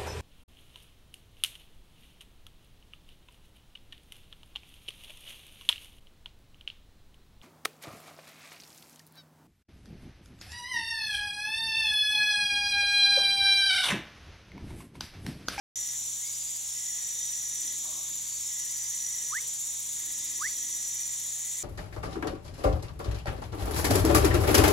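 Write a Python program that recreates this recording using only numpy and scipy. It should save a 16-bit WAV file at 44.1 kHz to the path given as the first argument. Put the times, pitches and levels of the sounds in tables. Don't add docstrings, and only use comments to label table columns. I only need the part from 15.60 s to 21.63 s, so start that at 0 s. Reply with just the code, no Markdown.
import sys
import numpy as np
from scipy import signal
from scipy.fft import rfft, irfft
from scipy.io import wavfile
from scipy.ndimage import uniform_filter1d

SR = 44100
rng = np.random.default_rng(int(sys.argv[2]) if len(sys.argv) > 2 else 0)


def transcribe(u):
    v = np.clip(np.atleast_2d(u).T, -1, 1)
    q = np.round(v * 32767).astype(np.int16)
    wavfile.write(sys.argv[1], SR, q)


def ratio_of_db(decibels):
    return 10 ** (np.asarray(decibels, float) / 20)


N = 265923
TIME = np.arange(N) / SR

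# crest t/s, level/dB
WHISTLES = [
    (3.737, -28),
    (4.825, -28),
]
# cancelled f/Hz, level/dB
GROUND_ECHO = (1395, -3.5)
# delay t/s, level/dB
TREE_ECHOES = [
    (.05, -26),
    (.072, -29),
]


def near_frog():
    calls = sum(near_call(*row) for row in WHISTLES)
    notch_hz, echo_db = GROUND_ECHO
    delay_s = 1.5 / notch_hz
    calls = calls + ratio_of_db(echo_db) * np.interp(TIME - delay_s, TIME, calls)
    trees = sum(ratio_of_db(db) * np.interp(TIME - s, TIME, calls) for s, db in TREE_ECHOES)
    return ratio_of_db(-3) * (placed(calls, pan_db=-4, lead=3.2, wet_db=-22, t60=.3) + trees)


# t/s from the crest, f/Hz
WHISTLE_PITCH = [(-.038, 900), (-.013, 1100), (0, 1285), (.013, 1590), (.052, 2160), (.075, 2420)]
MURMUR_S, MURMUR_DB, SWELL_S, SWELL_DB = .021, -36, .017, -24
SETTLE_S, SETTLE_DB, SUSTAIN_S, SUSTAIN_DB = .018, -6, .034, -6.5
STOP_S, STOP_DB, TRAIL_S, TRAIL_DB = .004, -17, .018, -24


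def near_call(s, db):
    moments = np.cumsum([-MURMUR_S - SWELL_S, MURMUR_S, SWELL_S, SETTLE_S, SUSTAIN_S, STOP_S, TRAIL_S])
    gains = ratio_of_db(np.array([MURMUR_DB, SWELL_DB, 0, SETTLE_DB, SUSTAIN_DB, STOP_DB, TRAIL_DB]))
    hz = np.interp(TIME - s, *np.transpose(WHISTLE_PITCH))
    envelope = np.interp(TIME - s, moments, gains ** .5) ** 2
    return envelope * whistle(s + moments[0], moments[-1] - moments[0], db, hz)


def whistle(s, length, level_db, hz):
    tone = np.sqrt(2) * np.sin(2 * np.pi * np.cumsum(hz) / SR)
    return ratio_of_db(level_db) * tone * (TIME > s) * (TIME < s + length)


# start t/s, end t/s, level/dB
LOW_EFFORT = [
    (0, 2.3, -47.5),
    (2.81, 7, -47),
]
# t/s, level/dB
HIGH_EFFORT = [
    (0, -47),
    (1.0, -52),
    (2.1, -48.5),
    (4.5, -45.5),
    (6.03, -47.5),
]
# from t/s, strokes per second f/Hz
LOW_TEMPO = [
    (0, 17.19),
    (2.2, 15.93),
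    (3.0, 17.05),
]
HIGH_TEMPO = [
    (0, 15.77),
    (1.4, 16.8),
    (2.2, 16.12),
    (3.4, 15.52),
    (4.6, 15.78),
]
# f/Hz, width/Hz, level/dB
LOW_WING = [(8050, 1450, -4.5), (8750, 900, 0), (9980, 1440, -6), (12200, 3700, -18), (15000, 2800, -16)]
HIGH_WING = [(9560, 2400, 2), (11630, 3400, 0.5), (15300, 7900, -12)]


def katydids():
    low_db = bouts(LOW_EFFORT, .03, .06, rest_db=-70)
    low = katydid(LOW_TEMPO, .44, low_db, LOW_WING, same=.5, lead=-.4, sharp=3.0)
    high_db = curve(HIGH_EFFORT)
    return low + katydid(HIGH_TEMPO, .69, high_db, HIGH_WING, same=0.69, lead=-2.53, sharp=3.2)


def katydid(tempo, first, effort_db, wing, same, lead, sharp):
    since, rate = np.transpose(tempo)
    strokes_per_s = rate[np.searchsorted(since, TIME, "right") - 1]
    turns = first + np.cumsum(strokes_per_s) / SR
    strength = ratio_of_db(0.5 * rng.standard_normal(200))[np.round(turns).astype(int)]
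    bursts = strength * (.5 + .5 * np.cos(2 * np.pi * turns)) ** sharp
    scrape = pair(same, lead) * bursts
    ring = sum(ratio_of_db(db) * resonate(scrape, hz, width) for hz, width, db in wing)
    return ratio_of_db(effort_db) * evened(ring)


BUZZ_RATES = (156.24, 165.12)
# resonance f/Hz, width/Hz, skirt level/dB, level/dB, left lead/samples
BUZZERS = [
    (6950, 600, -19, -42.5, .75),
    (7500, 300, -40, -53, .2),
]


def buzzers():
    out = np.zeros((2, N))
    for rate, (hz, width, skirt_db, db, lead) in zip(BUZZ_RATES, BUZZERS):
        turns = np.cumsum(rate * (1 + .0005 * wander(12))) / SR
        nearest = round(hz / rate)
        clicks = np.zeros(N)
        for k in range(nearest - 9, nearest + 7):
            flutter = ratio_of_db(2.5 * wander(30))
            clicks += flutter * np.cos(2 * np.pi * (k * turns + .55 * rng.random()))
        ring = evened(resonate(clicks, hz, width)) + ratio_of_db(skirt_db) * clicks
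        out += placed(ratio_of_db(db) * ring, pan_db=1.1, lead=lead, wet_db=-20, t60=.1)
    return out


# start t/s, warm-up/s, end t/s, let-go/s, level/dB
TRILLS = [
    (-1.0, .3, .17, .25, -38),
    (1.02, .38, 2.095, .012, -39.5),
    (2.77, .29, 3.72, .13, -39.5),
    (4.52, .25, 5.42, .18, -40.5),
]
# t/s of one stroke, strokes per second f/Hz
TRILL_BEAT = [
    (.212, 49.4),
    (1.511, 49.27),
    (3.1015, 49.3),
    (4.904, 48.85),
]


def trill():
    out = np.zeros(N)
    for row, (s, rate) in zip(TRILLS, TRILL_BEAT):
        rows = wing_effort(*row)
        strokes = .16 + (.5 + .5 * np.cos(2 * np.pi * rate * (TIME - s))) ** 1.3
        hz = curve(rows, axis=2) * (1.002 + .003 * wander(30))
        turns = np.cumsum(hz) / SR
        tone = np.sin(2 * np.pi * turns) + .65 * np.sin(2 * np.pi * .978 * turns)
        rough = evened(resonate(rng.standard_normal(N), hz, 680))
        out += ratio_of_db(curve(rows, outside=-200)) * evened(strokes * (tone + .45 * rough))
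    return placed(out, pan_db=-.7, lead=.05, wet_db=-8, t60=.12)


COLD_HZ, WARM_HZ, TIRED_HZ = 5450, 5945, 5860
COLD_DB, LET_GO_DB, DYING_S, DYING_DB = -8.5, -6.5, 0.43, -16


def wing_effort(start, warm_s, end, let_go_s, db):
    warm, rest = start + warm_s, end + let_go_s
    return [(start, db + 2 * COLD_DB, COLD_HZ),
            (start + warm_s / 4, db + COLD_DB, COLD_HZ + 40),
            (start + .62 * warm_s, db + COLD_DB + 1.5, (COLD_HZ + WARM_HZ) / 2),
            (warm, db - 2, WARM_HZ - 25),
            (warm + 0.2235, db, WARM_HZ),
            (end, db, WARM_HZ),
            (rest, db + LET_GO_DB, TIRED_HZ + 15),
            (rest + DYING_S, db + DYING_DB, TIRED_HZ)]


# first t/s, last t/s, level/dB, growth per chirp/dB
CHIRPS = [
    (.652, .939, -43, 0.0),
    (3.087, 3.228, -44.5, 0.0),
    (4.51, 4.797, -48.5, .8),
]
CHIRP_S, CHIRP_LENGTH_S, CHIRP_HZ, CHIRP_ARCH_HZ = .072, .04, 4740, 150


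def chirps():
    out, u = np.zeros(N), np.linspace(0, 1, round(CHIRP_LENGTH_S * SR))
    hz = CHIRP_HZ + CHIRP_ARCH_HZ * np.sin(.8 * np.pi * u)
    tone = np.sin(2 * np.pi * np.cumsum(hz) / SR) * signal.windows.tukey(len(u), .5)
    for first, last, db, growth_db in CHIRPS:
        count = round((last - first) / CHIRP_S) + 1
        for k, s in enumerate(np.linspace(first, last, count)):
            out[round(s * SR):][:len(u)] += ratio_of_db(db - 3.5 + growth_db * k) * tone
    return placed(out, pan_db=-1.5, lead=.2, wet_db=-13, t60=.15)


# start t/s, length/s, level/dB, low f/Hz, top f/Hz
FAR_WHISTLES = [
    (.59, .12, -60.5, 1750, 2240),
    (4.62, .12, -64, 2010, 2450),
    (5.34, .14, -63.5, 2170, 2450),
    (5.96, .12, -62, 2070, 2420),
]


def far_frogs():
    out = chorus() + croak()
    calls = sum(far_call(*row) for row in FAR_WHISTLES)
    return out + placed(calls, pan_db=1.5, lead=0, wet_db=4, t60=.15)


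def far_call(s, length, db, low_hz, top_hz):
    u = np.clip((TIME - s) / length, 0, 1)
    hz = low_hz + (top_hz - low_hz) * np.sin(np.pi * .7 * u)
    return whistle(s, length, db - 7 * (2 * u - 1) ** 2, hz)


# start t/s, end t/s, level/dB
LOW_CHORUS = [
    (0, .36, -62),
    (1.18, 2.15, -63.5),
    (2.92, 3.75, -62.5),
    (4.42, 5.55, -62.5),
    (5.55, 7, -66),
]


def chorus():
    out = np.zeros((2, N))
    low_db = bouts(LOW_CHORUS, 0.21, 0.059, rest_db=-92)
    high_db = -55.5 + 1.9 * wander(5)
    t, sides = np.arange(2000) / SR, np.array([[.5], [-.5]])
    for level_db, hz, spread, same in [(low_db, 1850, .04, .8), (high_db, 3650, .06, .9)]:
        pips = np.zeros((2, N))
        for shape in rng.standard_normal((12, 3)):
            pitch_hz = hz * (1 + spread * shape[0]) * (1 + 1.016 * t)
            pip = np.sin(2 * np.pi * np.cumsum(pitch_hz) / SR) * np.hanning(len(t))
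            starts = (rng.random(N) < 11. / SR) * ratio_of_db(3.0 * rng.standard_normal(N))
            pips += ratio_of_db(3. * shape[1] * sides) * signal.oaconvolve(starts, pip)[:N]
        blur = resonate(pair(same), hz, 2.28 * spread * hz)
        out += ratio_of_db(level_db) * evened(0.5 * evened(pips) + evened(blur))
    held = evened(resonate(pair(0.7), 2005 + 8 * wander(2.5), 61))
    return out + ratio_of_db(low_db + 1.5 + 1.2 * wander(21)) * held


# start t/s, end t/s, level/dB
CROAK = [
    (2.26, 2.48, -55.5),
]
# f/Hz, width/Hz, level/dB
CROAK_THROAT = [(626, 35, -3), (759, 37, -4.5), (1007, 170, -2.5), (1105, 170, -1)]


def croak():
    pulses = np.diff(np.floor(np.cumsum(31 * (1 + 0.18 * wander(30))) / SR), prepend=0)
    drive = evened(pulses) + 1.6 * rng.standard_normal(N)
    voice = sum(ratio_of_db(db) * evened(resonate(drive, hz, width)) for hz, width, db in CROAK_THROAT)
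    return ratio_of_db(bouts(CROAK, 0.079, 0.23, rest_db=-89, sag_db=-7)) * evened(voice)


# start t/s, end t/s, level/dB
RASPS = [
    (2.7, 2.8, -52.5),
    (4.87, 4.93, -49.5),
]


def rasps():
    scrape = evened(resonate(pair(1.0), 4570, 350))
    return ratio_of_db(bouts(RASPS, .07, .075, rest_db=-73, sag_db=-4)) * scrape


# f/Hz, spectral level/dB
SWARM = [(5100, -32), (5250, -56), (5420, -11), (5800, -5), (6250, -5), (6900, 0), (7400, 0.5), (8100, -10),
         (9500, -8), (11200, -15), (12500, -16.5), (14000, -21.5), (15000, -26), (16000, -29)]
# f/Hz, likeness
SWARM_SAME = [(5300, 0.97), (6500, 0.75), (7500, 1), (8400, 0.32), (11000, 0.55), (15000, 0.93)]
# f/Hz, left lead/rad
SWARM_LEAD = [(5300, -1.5), (7000, 0.98), (7800, 1.94), (8400, -3), (11300, -4.5), (12700, -5),
              (16000, -6.5)]


def swarm():
    return hiss(SWARM, -35.5, SWARM_SAME, SWARM_LEAD, patchy_db=0.85)


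# f/Hz, spectral level/dB
AIR = [(20, -21), (40, -16), (52, 1), (90, -10.5), (160, -9), (300, -10), (560, -9), (1030, -7.5),
       (1450, -13.5), (2100, -5.5), (2750, -8), (3300, -1), (4900, -3.5), (5380, -14)]
# f/Hz, likeness
SAME = [(30, .96), (60, 0.99), (120, 0.67), (200, 0.38), (380, -0.7), (700, -0.81), (1290, -0.45),
        (2000, 0.5), (3000, 0.73), (4400, 0.76), (5300, 1)]


def air():
    return hiss(AIR, -51, SAME, [(0, 0)], patchy_db=1.0)


# start t/s, end t/s, level/dB
TRAFFIC = [
    (0, .22, -66.5),
    (1.97, 2.5, -59.5),
    (4.45, 5.18, -60),
    (5.54, 5.7, -68),
]
# start t/s, end t/s, level/dB
MOAN = [
    (.16, .5, -73),
    (1.45, 1.7, -72),
    (3.65, 3.9, -70),
]
# f/Hz, width/Hz, level/dB
DRONES = [(792.5, 76, -74), (1031, 93, -71.5)]
# f/Hz, rms level/dB
HUM = [(59.2, -74), (119.8, -65.5), (242.2, -77.5)]


def town():
    hum = np.zeros(N)
    for hz, db in HUM:
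        hum += ratio_of_db(db + 0.5 * wander(8)) * np.sqrt(2) * np.sin(2 * np.pi * hz * TIME)
    beat = ratio_of_db(-73.5 + 1.7 * wander(4.5)) * np.sin(2 * np.pi * 51 * TIME)
    drones = np.zeros((2, N))
    for hz, width, db in DRONES:
        drones += ratio_of_db(db + wander(2.05)) * evened(resonate(pair(0.47), hz, width))
    moan_db = bouts(MOAN, .1, 0.11, rest_db=-102, sag_db=-4)
    moan = ratio_of_db(moan_db) * evened(resonate(pair(0.64), 469, 27))
    traffic_db = bouts(TRAFFIC, 0.13, 0.24, rest_db=-74.5) - 6.0
    traffic = ratio_of_db(traffic_db) * evened(resonate(pair(0.62), 310, 184))
    return hum + beat + drones + moan + traffic


def hiss(spectrum, level_db, likeness, lead, patchy_db):
    frames, hz = N // 512 + 5, np.fft.rfftfreq(2048, 1 / SR)
    a, b, c, d, patches = rng.standard_normal((frames, 1025, 5)).T
    patches = evened(uniform_filter1d(uniform_filter1d(patches, 20, 0), 8, 1))
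    same, left = np.clip(read(likeness, hz), -1, 1)[:, None], a + 1j * b
    late = left * np.exp(-1j * read(lead, hz))[:, None]
    z = np.array([left, same * late + np.sqrt(1 - same ** 2) * (c + 1j * d)])
    in_band = (hz <= spectrum[-1][0])[:, None]
    z *= ratio_of_db(read(spectrum, hz)[:, None] + patchy_db * patches) * in_band
    return ratio_of_db(level_db) * evened(signal.istft(z, nperseg=2048, noverlap=1536)[1][:, :N])


def placed(x, pan_db, lead, wet_db, t60):
    hz = np.fft.rfftfreq(N, 1 / SR)
    side = np.array([[.5], [-.5]])
    direct = irfft(rfft(x) * ratio_of_db(pan_db * side) * np.exp(2j * np.pi * hz * lead * side / SR), N)
    t = np.arange(SR // 2) / SR
    tail = rng.standard_normal((2, len(t))) * ratio_of_db(-60 * t / t60) * (t > .004)
    scatter = signal.fftconvolve(x[None], tail / np.linalg.norm(tail[0]), axes=1)[:, :N]
    return direct + ratio_of_db(wet_db) * scatter


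def pair(same, lead=0):
    a, b = rng.standard_normal((2, N))
    same = np.clip(same, -1, 1)
    late = irfft(rfft(a) * np.exp(-2j * np.pi * np.fft.rfftfreq(N) * lead), N)
    return np.array([a, same * late + np.sqrt(1 - same ** 2) * b])


def resonate(x, hz, width):
    turn = np.exp(2j * np.pi * np.cumsum(hz * np.ones(N)) / SR)
    r = np.exp(-np.pi * width / SR)
    return 2 * (turn * signal.lfilter([(1 - r) ** 2], [1, -2 * r, r * r], x / turn)).real


def bouts(rows, rise_s, fall_s, rest_db, sag_db=0):
    levels = []
    for a, b, db in rows:
        moments = [a - rise_s, a, b, b + fall_s]
        levels.append(np.interp(TIME, moments, [rest_db, db, db + sag_db, rest_db]))
    return np.max(levels, axis=0)


def wander(rate):
    t = TIME[::256]
    slow = np.zeros(len(t))
    for f in np.geomspace(rate / 20, rate, 16):
        slow += np.sin(2 * np.pi * (f * t + rng.random())) / np.sqrt(f)
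    return np.interp(TIME, t, evened(slow))


def evened(x):
    return x / np.sqrt(np.mean(x ** 2) + 1e-20)


def read(points, hz):
    f, value = np.transpose(points)
    return np.interp(np.log(hz + 1), np.log(f + 1), value)


def curve(rows, axis=1, outside=None):
    rows = np.array(rows)
    return np.interp(TIME, rows[:, 0], rows[:, axis], outside, outside)


def scene():
    callers = near_frog() + katydids() + buzzers() + trill() + chirps() + far_frogs() + rasps()
    return callers + swarm() + air() + town()


def top_cut(x):
    return signal.sosfilt(signal.butter(12, 16430, fs=SR, output="sos"), x)


def record(dry):
    low_pass = signal.firwin(511, 15800, window=("kaiser", 9), fs=SR)
    limited = signal.oaconvolve(dry, low_pass[None], "same")
    opening = np.clip((TIME - .157) / 0.00061, 0, 1)
    return top_cut(limited * opening)


dry = scene()
out = record(dry)
transcribe(out)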